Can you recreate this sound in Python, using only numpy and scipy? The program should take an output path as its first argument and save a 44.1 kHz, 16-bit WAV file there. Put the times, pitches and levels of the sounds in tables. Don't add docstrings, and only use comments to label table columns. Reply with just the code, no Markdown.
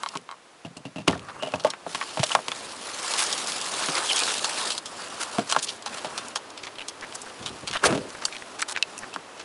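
import sys
import numpy as np
from scipy import signal
from scipy.fft import rfft, irfft
from scipy.io import wavfile
from scipy.ndimage import uniform_filter1d

SR = 44100
rng = np.random.default_rng(int(sys.argv[2]) if len(sys.argv) > 2 else 0)


def wav_out(sig):
    wavfile.write(sys.argv[1], SR, np.round(np.clip(np.atleast_2d(sig).T, -1, 1) * 32767).astype(np.int16))


N = 416304
TAPS = 16384
HZ = np.fft.rfftfreq(TAPS, 1 / SR)
AGE_S = np.arange(TAPS) / SR
TIME_S = np.arange(N) / SR
LEVEL_SPAN_S = 0.01
EDGE_HZ = 11050

# hz, relative_db (per Hz)
CABIN_AIR = [(18, -65), (30, -24), (370, -4.5), (756, -4), (835, -6), (1020, -4.5), (1620, -9), (2790, -12),
             (10800, -22), (14100, -35), (22000, -120)]
YARD_AIR = [(18, -64), (30, -29), (95, -6.5), (168, -10), (289, 0.5), (536, 1), (1150, 0), (2180, -8.5),
            (2720, -7.5), (10000, -19.5), (10800, -16), (14100, -49), (22000, -120)]
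CABIN_DB, YARD_DB = -53, -45
OPEN_S, OPENING_S = 1.38, 0.74

# start_s, length_s (before release), rise_s, rub_db, hiss_db
SLIDES = [(0.0, 0.13, 0.0016, -50, -52.5), (1.077, 0.61, 0.24, -48, -55.5),
          (1.838, 0.53, 0.081, -47.5, -43), (2.313, 1.4, 0.29, -46, -42.5), (2.74, 0.56, 0.58, -33, -29.5),
          (3.3, 1.406, 0.11, -39, -34), (3.657, 0.34, 0.14, -35.5, -36), (4.006, 0.34, 0.07, -39.5, -32),
          (4.418, 0.22, 0.26, -34.5, -34), (4.714, 0.66, 0.4, -41, -41), (5.437, 0.26, 0.048, -47.5, -41.5),
          (5.85, 0.41, 0.091, -43, -45.5), (6.926, 1.6, 0.19, -52, -51.5), (7.812, 0.073, 0.033, -29, -39),
          (8.09, 0.26, 0.04, -52, -54), (8.843, 0.2, 0.051, -49, -52.5)]
RELEASE_S = 0.12
# hz, relative_db (per Hz)
RUB_SPECTRUM = [(150, -28), (250, -12), (328, -3.5), (439, -2.5), (1070, 2), (1160, 3), (1690, -2.5),
                (1900, -5.5), (2200, -8), (2860, -5), (4840, -120)]
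HISS_SPECTRUM = [(1000, -28), (1700, 1.5), (1980, -0.5), (3130, 5.5), (3580, 5.5), (4950, 5.5), (5820, 3),
                 (10000, 1), (10800, -0.5), (14100, -22), (22000, -120)]
RUMBLE_SPECTRUM = [(15, -52), (25, -58), (91, -6), (171, 0.5), (246, 5), (325, -8.5), (406, -7), (442, -12),
                   (560, 4), (700, -13), (910, -48), (1540, -120)]
SNAGS_PER_S, SNAG_DB = 260, -7.5
RUMBLE_DB, RUMBLE_AT_RUB_DB, RUMBLE_FOLLOWS = -55, -40.5, 0.33

# start_s, level_db, treble_edge_hz
RATTLES = [(0.0342, -27, 9100), (0.0613, -27.5, 4500), (0.138, -40, 1700), (0.144, -42, 1700),
           (0.158, -31.5, 3000), (0.2905, -36, 3500), (0.304, -43, 1700), (0.313, -37, 8000),
           (0.3245, -41, 3000), (0.333, -48, 1700), (0.341, -47, 1700)]
# hz, level_db, t60_s
HANDLE_MODES = [(1000, 0.5, 0.035), (1120, 1.5, 0.0088), (2140, -7, 0.051), (3170, -8.5, 0.017),
                (3980, -7, 0.015), (4600, -13, 0.016), (6820, -26, 0.011), (7900, -13, 0.0094)]

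# start_s, body_db, tick_db, tick_hz, rattle_t60_s
CLICKS = [(0.088, -64, -35, 4000, 0.015), (0.172, -47, -34.5, 3680, 0.012), (0.77, -51, -42, 5700, 0.037),
          (1.073, -41, -44, 2500, 0.022), (1.194, -59, -43.5, 3160, 0.014), (1.558, -55, -41, 4240, 0.014),
          (1.598, -41, -36.5, 3750, 0.062), (1.638, -49, -40, 4200, 0.02), (1.703, -44, -29, 4640, 0.03),
          (1.736, -36, -39.5, 1710, 0.034), (2.012, -35, -30.5, 1900, 0.026),
          (2.026, -34, -35, 2200, 0.033), (2.238, -30, -22, 4630, 0.016), (2.267, -56, -37, 3700, 0.03),
          (2.294, -53, -33, 2700, 0.027), (2.305, -28.5, -39, 2960, 0.06), (2.317, -36, -29, 2780, 0.085),
          (2.517, -29.5, -30, 3140, 0.02), (3.137, -45, -37, 4770, 0.012), (3.327, -47, -23, 4670, 0.036),
          (3.472, -55, -30, 5550, 0.013), (3.52, -41, -30, 4300, 0.013), (3.614, -52, -32, 5530, 0.008),
          (4.191, -42, -26, 4400, 0.014), (4.202, -42, -26, 4600, 0.01), (4.221, -32, -32, 4470, 0.016),
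          (4.235, -49, -26, 4580, 0.018), (4.444, -26.5, -21, 4160, 0.05), (4.704, -35, -24, 3820, 0.084),
          (4.779, -38.5, -27, 5070, 0.038), (4.858, -41, -32, 4800, 0.064),
          (5.5238, -23.5, -21, 4100, 0.021), (5.548, -29, -37, 2960, 0.026),
          (5.861, -32, -29.5, 3750, 0.084), (5.691, -46, -30.5, 3570, 0.031), (5.824, -49, -41, 5030, 0.02),
          (5.983, -39, -37, 3600, 0.035), (6.284, -60, -38, 7960, 0.012), (6.178, -33, -27.5, 4140, 0.054),
          (6.358, -27, -25, 4030, 0.05), (6.503, -58, -44, 5000, 0.02), (6.576, -48, -36.5, 3200, 0.062),
          (6.669, -38, -36, 2790, 0.053), (6.756, -55, -44, 2800, 0.03), (6.884, -46, -29.5, 5000, 0.041),
          (7.01, -54, -42.5, 4500, 0.012), (7.124, -43, -41, 3200, 0.021), (7.217, -62, -37, 7000, 0.028),
          (7.299, -55, -46, 2300, 0.02), (7.392, -52, -46, 2800, 0.02), (7.427, -45, -40, 3400, 0.046),
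          (7.461, -36, -27.5, 3650, 0.085), (7.674, -40, -29.5, 3550, 0.06), (7.679, -38, -30, 3420, 0.059),
          (7.712, -46, -32.5, 3500, 0.023), (7.73, -39, -32, 2440, 0.03), (7.736, -36, -27, 2460, 0.12),
          (8.103, -46, -42.5, 4370, 0.013), (8.252, -50, -27.5, 7300, 0.054),
          (8.2543, -34, -30, 4500, 0.012), (8.325, -61, -35, 2150, 0.04), (8.366, -52, -36, 2800, 0.0085),
          (8.619, -49, -26, 6160, 0.022), (8.6244, -35, -24, 1830, 0.012),
          (8.7628, -40, -29.5, 1780, 0.0067), (8.7733, -40, -27, 1480, 0.025),
          (8.826, -41, -23.5, 3240, 0.0034), (8.979, -56, -37, 8200, 0.011), (8.989, -60, -36, 8000, 0.013),
          (9.14, -41, -36, 3820, 0.039)]
CLICK_BODY_HZ, TICK_OCTAVES = 1150, 1
LEAD_S, LEAD_DB = 0.0043, -16
FULL_LEAD_T60_S = 0.025
TICK_TOP_RATIO = 4.8

# start_s, thud_db, panel_db, panel_hz, latch_db, rattle_t60_s
KNOCKS = [(0.153, -35.5, -36, 990, -37.5, 0.054), (1.0768, -23, -20.5, 990, -26, 0.019),
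          (1.0798, -22.5, -26, 750, -18.5, 0.02), (1.095, -31, -24, 724, -31.5, 0.099),
          (1.13, -34, -30.5, 1110, -38.5, 0.18), (1.424, -41, -30, 620, -35.5, 0.046),
          (1.433, -33, -27, 675, -34.5, 0.52), (1.537, -46, -23, 725, -37, 0.05),
          (1.6465, -30.5, -22, 600, -30, 0.038), (1.666, -40.5, -27.5, 700, -34.5, 0.065),
          (1.864, -38, -29, 660, -49, 0.035), (1.947, -41, -31, 970, -26.5, 0.05),
          (2.172, -36, -25.5, 734, -33, 0.048), (2.1926, -38, -30, 880, -28, 0.11),
          (2.2305, -51, -25, 720, -23, 0.033), (2.3503, -39, -14, 930, -20.5, 0.011),
          (2.368, -41, -30, 745, -47, 0.081), (2.389, -51, -30.5, 820, -48, 0.028),
          (2.482, -40, -31.5, 930, -27, 0.024), (3.885, -31, -29.5, 1200, -29, 0.055),
          (4.277, -45, -29, 1290, -26, 0.24), (5.384, -24.5, -22.5, 670, -32.5, 0.0081),
          (5.393, -29, -30.5, 1400, -32.5, 0.014), (5.563, -46, -15, 980, -30.5, 0.0055),
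          (5.5658, -35.5, -42, 1090, -34, 0.032), (6.046, -37.5, -28, 684, -33, 0.059),
          (7.839, -31, -16, 1290, -24, 0.067), (7.854, -33, -20, 710, -20.5, 0.078),
          (7.906, -36, -33, 1350, -36, 0.036), (9.161, -40, -28.5, 1090, -42, 0.0057)]
# hz, level_db, t60_s
DOOR_MODES = [(123, 8, 0.16), (169.6, 3.5, 0.38), (218.3, 3, 0.4), (272, 7.5, 0.12), (399.4, 7, 0.087),
              (491, 8, 0.052), (616.3, 10, 0.071), (768, 1.5, 0.096), (882, 2.5, 0.1), (982, 1.5, 0.09),
              (1072, 2, 0.13), (1181, 5.5, 0.086), (1414, 8, 0.042), (1640, 7.5, 0.029)]
# hz, level_db, t60_s
METAL_MODES = [(2900, 1, 0.014), (2950, 10, 0.017), (3200, 13, 0.013), (4670, -13, 0.016), (5060, -23, .02),
               (6350, -21, .012), (7560, -14, .015)]
THUD_HZ, LATCH_HZ = 249, 2680

# start_s, level_db
HANDLE_STEPS = [(0.648, -33.5), (0.766, -39.5), (0.852, -33), (0.959, -32), (0.982, -32), (1.003, -38.5)]
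HANDLE_THUD_HZ, HANDLE_PANEL_HZ, HANDLE_T60_S = 177, 665, 0.075
SPRING_HZ, SPRING_T60_S = 2730, 0.048

# start_s, peak_db, rise_s, t60_s (after the rise), centre_hz, lowest_hz
BOOMS = [(1.077, -24, 0.0033, 0.06, 100, 55), (1.086, -33, 0.018, 0.5, 110, 85),
         (1.3, -52, 0.08, 0.97, 170, 100), (1.537, -32, 0.0057, 0.17, 141, 90.5),
         (2.195, -27.5, 0.0039, 0.052, 130, 90), (7.392, -43, 0.036, 0.98, 154, 45),
         (7.497, -42, 0.014, 0.097, 150, 45), (7.63, -38, 0.0062, 0.12, 200, 45),
         (7.699, -38.5, 0.0062, 0.12, 130, 45), (7.826, -25, 0.03, 0.52, 480, 298),
         (7.85, -32.5, 0.061, 0.43, 120, 45), (8.01, -41, 0.049, 0.2, 380, 110)]
# start_s, level_db (before the pair's weights), pitch_hz, t60_s
PINGS = [(1.0813, -11.5, 2840, 0.022), (1.081, -19, 266, 0.13), (1.083, -31, 592, 0.22),
         (1.081, -27, 1130, 0.11), (1.082, -36, 2540, 0.075), (1.102, -26, 274, 0.087),
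         (1.132, -28, 1770, 0.05), (1.155, -28, 710, 0.05), (1.4327, -19, 2880, 0.034),
         (1.425, -23.5, 626, 0.17), (1.5397, -17.5, 2600, 0.022), (1.539, -29, 615, 0.064),
         (1.6485, -9, 575, 0.037), (1.649, -15, 627, 0.085), (1.65, -18, 884, 0.12),
         (1.65, -20.5, 1083, 0.1), (1.65, -28, 1212, 0.12), (1.949, -24, 1100, 0.04),
         (1.949, -27, 3150, 0.025), (2.013, -22.5, 1130, 0.068), (2.013, -28, 2200, 0.04),
         (2.196, -17, 130, 0.079), (2.232, -14.5, 615, 0.05), (2.351, -15, 803, 0.043),
         (2.351, -21, 1443, 0.045), (2.351, -30, 1700, 0.049), (2.481, -36, 1110, 0.04),
         (2.518, -23, 990, 0.034), (2.518, -21, 3500, 0.025), (5.3836, -16.5, 212, 0.076),
         (5.386, -22.5, 281, 0.095), (5.3838, -10.5, 700, 0.046), (5.564, -25, 635, 0.094),
         (5.564, -41, 861, 0.055), (5.564, -25, 2676, 0.028), (5.862, -27.5, 818, 0.13),
         (5.524, -19, 3260, 0.025), (6.357, -34, 1420, 0.037), (6.359, -28, 3160, 0.028),
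         (8.625, -16, 1290, 0.018), (8.625, -25, 2450, 0.02), (7.84, -16, 1390, 0.05),
         (7.84, -18, 1620, 0.043), (7.857, -22, 488, 0.16), (7.857, -30, 391, 0.18), (7.865, -32, 78, 0.26),
         (7.9, -20, 333, 0.15), (7.924, -16, 222, 0.095), (8.2528, -9.5, 4600, 0.016),
         (8.2545, -12, 7450, 0.014), (8.2545, -22, 2800, 0.025), (8.8262, -8, 2650, 0.024),
         (8.8257, -5, 3940, 0.0047), (8.8268, -14, 5000, 0.005), (8.979, -33, 2640, 0.04),
         (9.131, -33, 2630, 0.055)]

# start_s, length_s, level_db, first_hz, last_hz
SQUEAKS = [(1.205, 0.142, -51, 1100, 1260), (1.386, 0.13, -45, 2850, 2820), (2.315, 0.01, -25, 3010, 2900),
           (4.087, 0.043, -25.5, 3310, 2930), (4.1, 0.021, -29.5, 2630, 2330),
           (4.134, 0.062, -34, 3180, 3350), (4.187, 0.047, -34, 2490, 2520)]
SQUEAK_LOWPASS_HZ = 135

# start_s, length_s, body_db, hiss_db, hiss_low_hz, hiss_high_hz
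SCUFFS = [(1.282, 0.032, -42, -49.5, 1410, 4500), (2.234, 0.13, -67, -40.5, 2000, 11000),
          (3.166, 0.078, -40.5, -30, 1970, 11000), (3.953, 0.049, -37.5, -37, 2000, 7000),
          (4.142, 0.066, -48, -33.5, 2380, 6460), (5.19, 0.055, -38.5, -35.5, 2210, 11400),
          (5.488, 0.047, -40, -33, 2480, 8200), (5.579, 0.025, -43, -36.5, 2300, 7000),
          (5.618, 0.041, -66, -33, 2880, 10600), (5.662, 0.053, -69, -38.5, 2580, 5730),
          (5.915, 0.081, -49, -46, 2200, 10000), (6.626, 0.035, -55, -44.5, 2600, 7300),
          (7.131, 0.04, -48, -41, 4540, 9450), (7.751, 0.031, -33.5, -42, 1470, 4000),
          (7.832, 0.054, -30, -27.5, 3400, 10800), (8.207, 0.047, -44, -47, 1620, 6000),
          (8.581, 0.047, -43, -41, 2180, 8750), (8.676, 0.062, -43, -38, 2500, 10300),
          (8.744, 0.02, -49, -42, 1510, 3340), (9.358, 0.076, -51.5, -49, 2000, 7000)]
SCUFF_HZ, SCUFF_OCTAVES = 3300, 12

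# start_s, length_s, level_db, first_hz, last_hz
CREAKS = [(1.349, 0.02, -47, 1100, 1050), (5.931, 0.02, -43, 2470, 2800), (6.638, 0.013, -38.5, 2300, 2200),
          (6.669, 0.012, -43, 2760, 2700), (6.785, 0.013, -35, 2900, 2850), (6.806, 0.02, -36, 2830, 2900),
          (7.024, 0.023, -35.5, 1750, 1950), (7.265, 0.013, -40, 1320, 1900),
          (7.753, 0.024, -31.5, 1390, 1300), (7.764, 0.013, -29, 3320, 3200),
          (8.15, 0.0069, -35.5, 1550, 1550), (8.185, 0.008, -41, 1640, 1620),
          (8.283, 0.006, -37, 1700, 1700), (8.347, 0.016, -39, 2300, 2700),
          (8.423, 0.0086, -37, 1900, 1900), (8.763, 0.014, -33, 2480, 2300),
          (9.025, 0.024, -37.5, 1820, 1400)]
# pitch_multiple, level_db
CREAK_MODES = [(0.6, -17), (0.87, -9), (1, 3.5), (1.29, -4.5), (1.72, -13), (2.5, -16), (3.3, -18)]
SLIP_GAP_S, SLIP_T60_S = 0.0036, 0.013
SLIP_SPREAD_DB, SLIP_DETUNE = 3.5, 0.075

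SHUDDER_S, SHUDDER_GAP_S, SHUDDER_DB, SHUDDER_STEP_DB = 7.925, 0.025, -25.5, -1


def amp(db):
    return 10 ** (np.asarray(db) / 20)


def evened(x):
    return x / np.sqrt(np.mean(x ** 2) + 1e-20)


def add(mix, start_s, sound):
    part = mix[max(round(start_s * SR), 0):][:len(sound)]
    part += sound[:len(part)]


def ramp(start_s, length_s):
    return np.sin(np.pi / 2 * np.clip((TIME_S - start_s) / length_s, 0, 1)) ** 2


def decay(age_s, t60_s):
    return np.exp(-np.log(1000) * age_s / t60_s)


def read(points):
    hz, db = np.transpose(points)
    return amp(np.interp(np.log(HZ + 1), np.log(hz + 1), db))


def hump(centre_hz, octaves):
    return 1 / (1 + (np.log2((HZ + 1) / centre_hz) / octaves) ** 2)


def band(low_hz, high_hz, order=3):
    low_cut = 1 + (low_hz / (HZ + 1)) ** (2 * order)
    high_cut = 1 + (HZ / high_hz) ** (2 * order)
    return 1 / np.sqrt(low_cut * high_cut)


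def ringing(modes, between_db):
    power = amp(between_db) ** 2
    for hz, db, t60_s in modes:
        power = power + amp(db) ** 2 / (1 + (2 * np.pi * (HZ - hz) * t60_s / np.log(1000)) ** 2)
    return np.sqrt(power)


def own_modes(count, t60_s, between_db):
    pitches_hz = np.exp(rng.uniform(np.log(1500), np.log(10000), count))
    return ringing([(hz, 0, t60_s) for hz in pitches_hz], between_db)


def colour(x, gain):
    cepstrum = irfft(np.log(np.maximum(gain / gain.max(), 1e-5)))
    cepstrum[1:TAPS // 2] *= 2
    cepstrum[TAPS // 2 + 1:] = 0
    response = irfft(np.exp(rfft(cepstrum)))
    return signal.fftconvolve(x, response)[:len(x)]


def wander(size, rate_hz):
    knots = rng.standard_normal(int(size / SR * rate_hz) + 3)
    return evened(np.interp(np.arange(size) / SR * rate_hz, np.arange(len(knots)), knots))


def grains(size, per_s, spread_db):
    chance = rng.random(size)
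    strength = rng.exponential(1, size)
    sign = rng.choice([-1, 1], size)
    return evened((chance < per_s / SR) * sign * amp(spread_db * np.minimum(strength, 4)))


def strike(db, gain, t60_s, rattle, bite_s):
    force = rng.standard_normal(TAPS) * decay(AGE_S, max(t60_s, 1e-3)) * (1 - np.exp(-AGE_S / bite_s))
    force *= amp(6.5 * np.minimum(AGE_S / 0.022, 1) * wander(TAPS, rate_hz=460))
    force *= rattle / np.linalg.norm(force)
    force[round(bite_s * SR)] += 1
    uneven = np.sqrt(uniform_filter1d(abs(rfft(force)) ** 2, size=61) + 1e-3)
    sound = colour(force, gain / uneven)
    return amp(db) * sound * np.sqrt(LEVEL_SPAN_S * SR) / np.linalg.norm(sound)


def blow(thud_db, thud_hz, panel_db, panel_hz, latch_db, t60_s):
    door = ringing(DOOR_MODES, between_db=2.5)
    metal = ringing(METAL_MODES, between_db=14.0)
    door_t60_s = t60_s + 0.062
    thud_body = door * band(0.57 * thud_hz, 1.73 * thud_hz, order=6)
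    panel_body = door * hump(panel_hz, octaves=0.55) * band(480, 1790, order=5)
    latch_body = metal * hump(LATCH_HZ, octaves=1.0) * band(730, 20000)
    thud = strike(thud_db, thud_body, door_t60_s, rattle=1.0, bite_s=0.0015)
    panel = strike(panel_db, panel_body, t60_s, rattle=0.96, bite_s=0.00062)
    latch = strike(latch_db, latch_body, t60_s, rattle=8.4, bite_s=0.0008)
    return thud + panel + latch


def air(opening):
    inside = amp(CABIN_DB) * evened(colour(rng.standard_normal(N), read(CABIN_AIR)))
    yard = evened(colour(rng.standard_normal(N), read(YARD_AIR)))
    yard *= amp(YARD_DB + 0.35 * wander(N, rate_hz=12))
    return inside + opening * yard


def cabin(x, t60_s, wet_db):
    taps = rng.standard_normal(TAPS) * decay(AGE_S, t60_s) * (AGE_S > 0.004)
    taps = colour(taps, band(60, 2300, order=1))
    return x + amp(wet_db) * signal.fftconvolve(x, taps / np.linalg.norm(taps))[:N]


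def sliding():
    rub, hiss = np.zeros(N), np.zeros(N)
    for start_s, length_s, rise_s, rub_db, hiss_db in SLIDES:
        swell = ramp(start_s, rise_s) * (1 - ramp(start_s + length_s, RELEASE_S))
        rub += (amp(rub_db) * swell) ** 2
        hiss += (amp(hiss_db) * swell) ** 2
    return np.sqrt(rub), np.sqrt(hiss)


def folds(x, patchy_db):
    spectra = signal.stft(x, nperseg=512)[2]
    patches = uniform_filter1d(rng.standard_normal(spectra.shape), size=7, axis=0)
    patches = uniform_filter1d(patches, size=6, axis=1)
    return signal.istft(spectra * amp(patchy_db * evened(patches)))[1][:len(x)]


def cloth(rub_gain, hiss_gain):
    pressure = wander(N, rate_hz=45)
    rub_slips = rng.standard_normal(N) + 0.75 * grains(N, per_s=500, spread_db=1.0)
    rub = evened(colour(rub_slips, read(RUB_SPECTRUM)))
    rub *= rub_gain * amp(1.06 * pressure)
    thread_slips = rng.standard_normal(N) + 0.69 * grains(N, per_s=1800, spread_db=1.0)
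    hiss = evened(colour(thread_slips, read(HISS_SPECTRUM)))
    hiss *= 0.85 * hiss_gain * amp(0.79 * pressure + 2.13 * wander(N, rate_hz=200))
    snags = evened(colour(grains(N, per_s=SNAGS_PER_S, spread_db=1.5), read(HISS_SPECTRUM)))
    return folds(rub + hiss + amp(SNAG_DB) * hiss_gain * snags, patchy_db=2.03)


def clothing_ticks(hiss_gain, count):
    ticks = np.zeros(N)
    for hz in np.geomspace(1700, 7500, count):
        ticks += colour(grains(N, per_s=14, spread_db=4.5), hump(hz, octaves=0.53) * band(1100, 18000))
    crumble = rng.standard_normal(TAPS) * decay(AGE_S, 0.014)
    return amp(-10.5) * hiss_gain * evened(signal.fftconvolve(ticks, crumble)[:N])


def rumble(rub_gain):
    weight = amp(RUMBLE_DB) * (rub_gain / amp(RUMBLE_AT_RUB_DB)) ** RUMBLE_FOLLOWS
    lumps = amp(2.5 * wander(N, rate_hz=12))
    return weight * lumps * evened(colour(rng.standard_normal(N), read(RUMBLE_SPECTRUM)))


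def rattles():
    out, lever = np.zeros(N), ringing(HANDLE_MODES, between_db=-23.5)
    for start_s, db, top_hz in RATTLES:
        add(out, start_s, strike(db, lever * band(660, top_hz), t60_s=0.025, rattle=0.76, bite_s=0.0004))
    return out


def clicks():
    out, metal = np.zeros(N), ringing(METAL_MODES, between_db=11.0)
    body = hump(CLICK_BODY_HZ, octaves=0.74) * band(330, 1760, order=4)
    for start_s, body_db, tick_db, tick_hz, t60_s in CLICKS:
        add(out, start_s, strike(body_db, body, t60_s, rattle=1.54, bite_s=0.00052))
        tick = metal * hump(tick_hz, TICK_OCTAVES) * band(0.62 * tick_hz, TICK_TOP_RATIO * tick_hz, order=5)
        tick = tick * own_modes(count=14, t60_s=0.016, between_db=-6.5)
        lead_gain = min(t60_s / FULL_LEAD_T60_S, 1)
        lead = strike(tick_db + LEAD_DB, tick, t60_s=0.014, rattle=3.3, bite_s=0.0015)
        add(out, start_s - LEAD_S, lead_gain * lead)
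        add(out, start_s, strike(tick_db, tick, t60_s, rattle=1.85, bite_s=0.0004))
    return out


def knocks():
    out = np.zeros(N)
    for start_s, thud_db, panel_db, panel_hz, latch_db, t60_s in KNOCKS:
        add(out, start_s, blow(thud_db, THUD_HZ, panel_db, panel_hz, latch_db, t60_s))
    return out


def handle():
    out = np.zeros(N)
    spring = hump(SPRING_HZ, octaves=0.086) * band(2100, 3600)
    for start_s, db in HANDLE_STEPS:
        add(out, start_s, blow(db, HANDLE_THUD_HZ, db - 5, HANDLE_PANEL_HZ, db - 11.0, HANDLE_T60_S))
        add(out, start_s, strike(db - 8.5, spring, SPRING_T60_S, rattle=1.8, bite_s=0.00063))
    return out


def booms():
    out, age_s = np.zeros(N), TIME_S[:SR]
    for start_s, db, rise_s, t60_s, hz, lowest_hz in BOOMS:
        swell = np.minimum(age_s / rise_s, 1) ** 0.29 * decay(np.maximum(age_s - rise_s, 0), t60_s)
        body = ringing(DOOR_MODES, between_db=7.0) * hump(hz, octaves=1.28) * band(lowest_hz, 670, order=5)
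        shell = colour(rng.standard_normal(SR) * swell, body)
        add(out, start_s, amp(db) * shell * np.linalg.norm(swell) / np.linalg.norm(shell))
    return out


def ping(db, hz, t60_s):
    split = 1.025
    turn = 2 * np.pi * hz * AGE_S
    turn += 0.15 * wander(TAPS, rate_hz=210)
    pair = 0.69 * np.sin(turn) + 0.26 * np.sin(split * turn)
    return colour(amp(db - 60 * AGE_S / t60_s) * pair, band(0.6 * hz, 20000, order=5))


def pings():
    out = np.zeros(N)
    for start_s, db, hz, t60_s in PINGS:
        add(out, start_s, ping(db, hz, t60_s))
    return out


def squeaks():
    out = np.zeros(N)
    lowpass = signal.butter(2, SQUEAK_LOWPASS_HZ, fs=SR, output="sos")
    for start_s, length_s, db, first_hz, last_hz in SQUEAKS:
        size = int(max(length_s, 0.005) * SR)
        slips = rng.standard_normal(size) + 1j * rng.standard_normal(size)
        ring = signal.sosfilt(lowpass, slips)
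        turn = np.exp(2j * np.pi * np.cumsum(np.linspace(first_hz, last_hz, size)) / SR)
        squeak = (ring * turn).real * signal.windows.tukey(size, 0.5)
        add(out, start_s, amp(db) * evened(squeak))
    return out


def scuffs():
    out = np.zeros(N)
    body_gain = hump(1400, octaves=0.96) * band(320, 1550)
    for start_s, length_s, body_db, hiss_db, low_hz, high_hz in SCUFFS:
        size = int(max(length_s, 0.01) * SR)
        stroke = signal.windows.tukey(size, 0.6) * amp(3.9 * wander(size, rate_hz=186.4))
        slips = grains(size, per_s=2200, spread_db=1.5) * stroke
        slips = np.pad(slips, (0, size))
        hiss_gain = hump(SCUFF_HZ, SCUFF_OCTAVES) * band(low_hz, high_hz, order=6)
        body = evened(colour(slips, body_gain))
        hiss = evened(colour(slips, hiss_gain))
        add(out, start_s, amp(body_db) * body + amp(hiss_db) * hiss)
    return out


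def creaks(count):
    out, age_s = np.zeros(N), AGE_S[:TAPS // 8]
    for start_s, length_s, db, first_hz, last_hz in CREAKS:
        sound, at_s = np.zeros(TAPS), 0
        for gap, size, detune in rng.standard_normal((count, 3)):
            if at_s < length_s:
                glide_hz = first_hz + (last_hz - first_hz) * at_s / length_s
                hz = glide_hz * (1 + SLIP_DETUNE * detune)
                ring = sum(amp(mode_db) * np.sin(2 * np.pi * k * hz * age_s) for k, mode_db in CREAK_MODES)
                add(sound, at_s, ring * amp(SLIP_SPREAD_DB * size - 60 * age_s / SLIP_T60_S))
            at_s += SLIP_GAP_S * np.exp(0.4 * gap)
        add(out, start_s, amp(db) * sound * np.sqrt(length_s * SR) / np.linalg.norm(sound))
    return out


def shudder(count):
    out = np.zeros(N)
    for k in range(count):
        db = SHUDDER_DB + k * SHUDDER_STEP_DB
        rebound = blow(db, THUD_HZ, db - 2.5, panel_hz=626, latch_db=db - 8.0, t60_s=0.041)
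        add(out, SHUDDER_S + k * SHUDDER_GAP_S, rebound)
    return out


def scene():
    rub, hiss = sliding()
    opening = ramp(OPEN_S, OPENING_S)
    hits = rattles() + clicks() + knocks() + handle() + pings() + shudder(count=3)
    hits = cabin(hits, t60_s=0.024, wet_db=-20.5)
    clothes = cloth(rub, hiss) + clothing_ticks(hiss, count=4) + squeaks() + scuffs() + creaks(count=12)
    return (air(opening) + clothes + rumble(rub) + hits + booms())[None]


def record(dry):
    ceiling = 0.73
    rounded = ceiling * np.tanh(dry / ceiling)
    lowpass = signal.firwin(601, EDGE_HZ, window=("kaiser", 8), fs=SR)
    return signal.oaconvolve(rounded, lowpass[None], "same")


dry = scene()
out = record(dry)
wav_out(out)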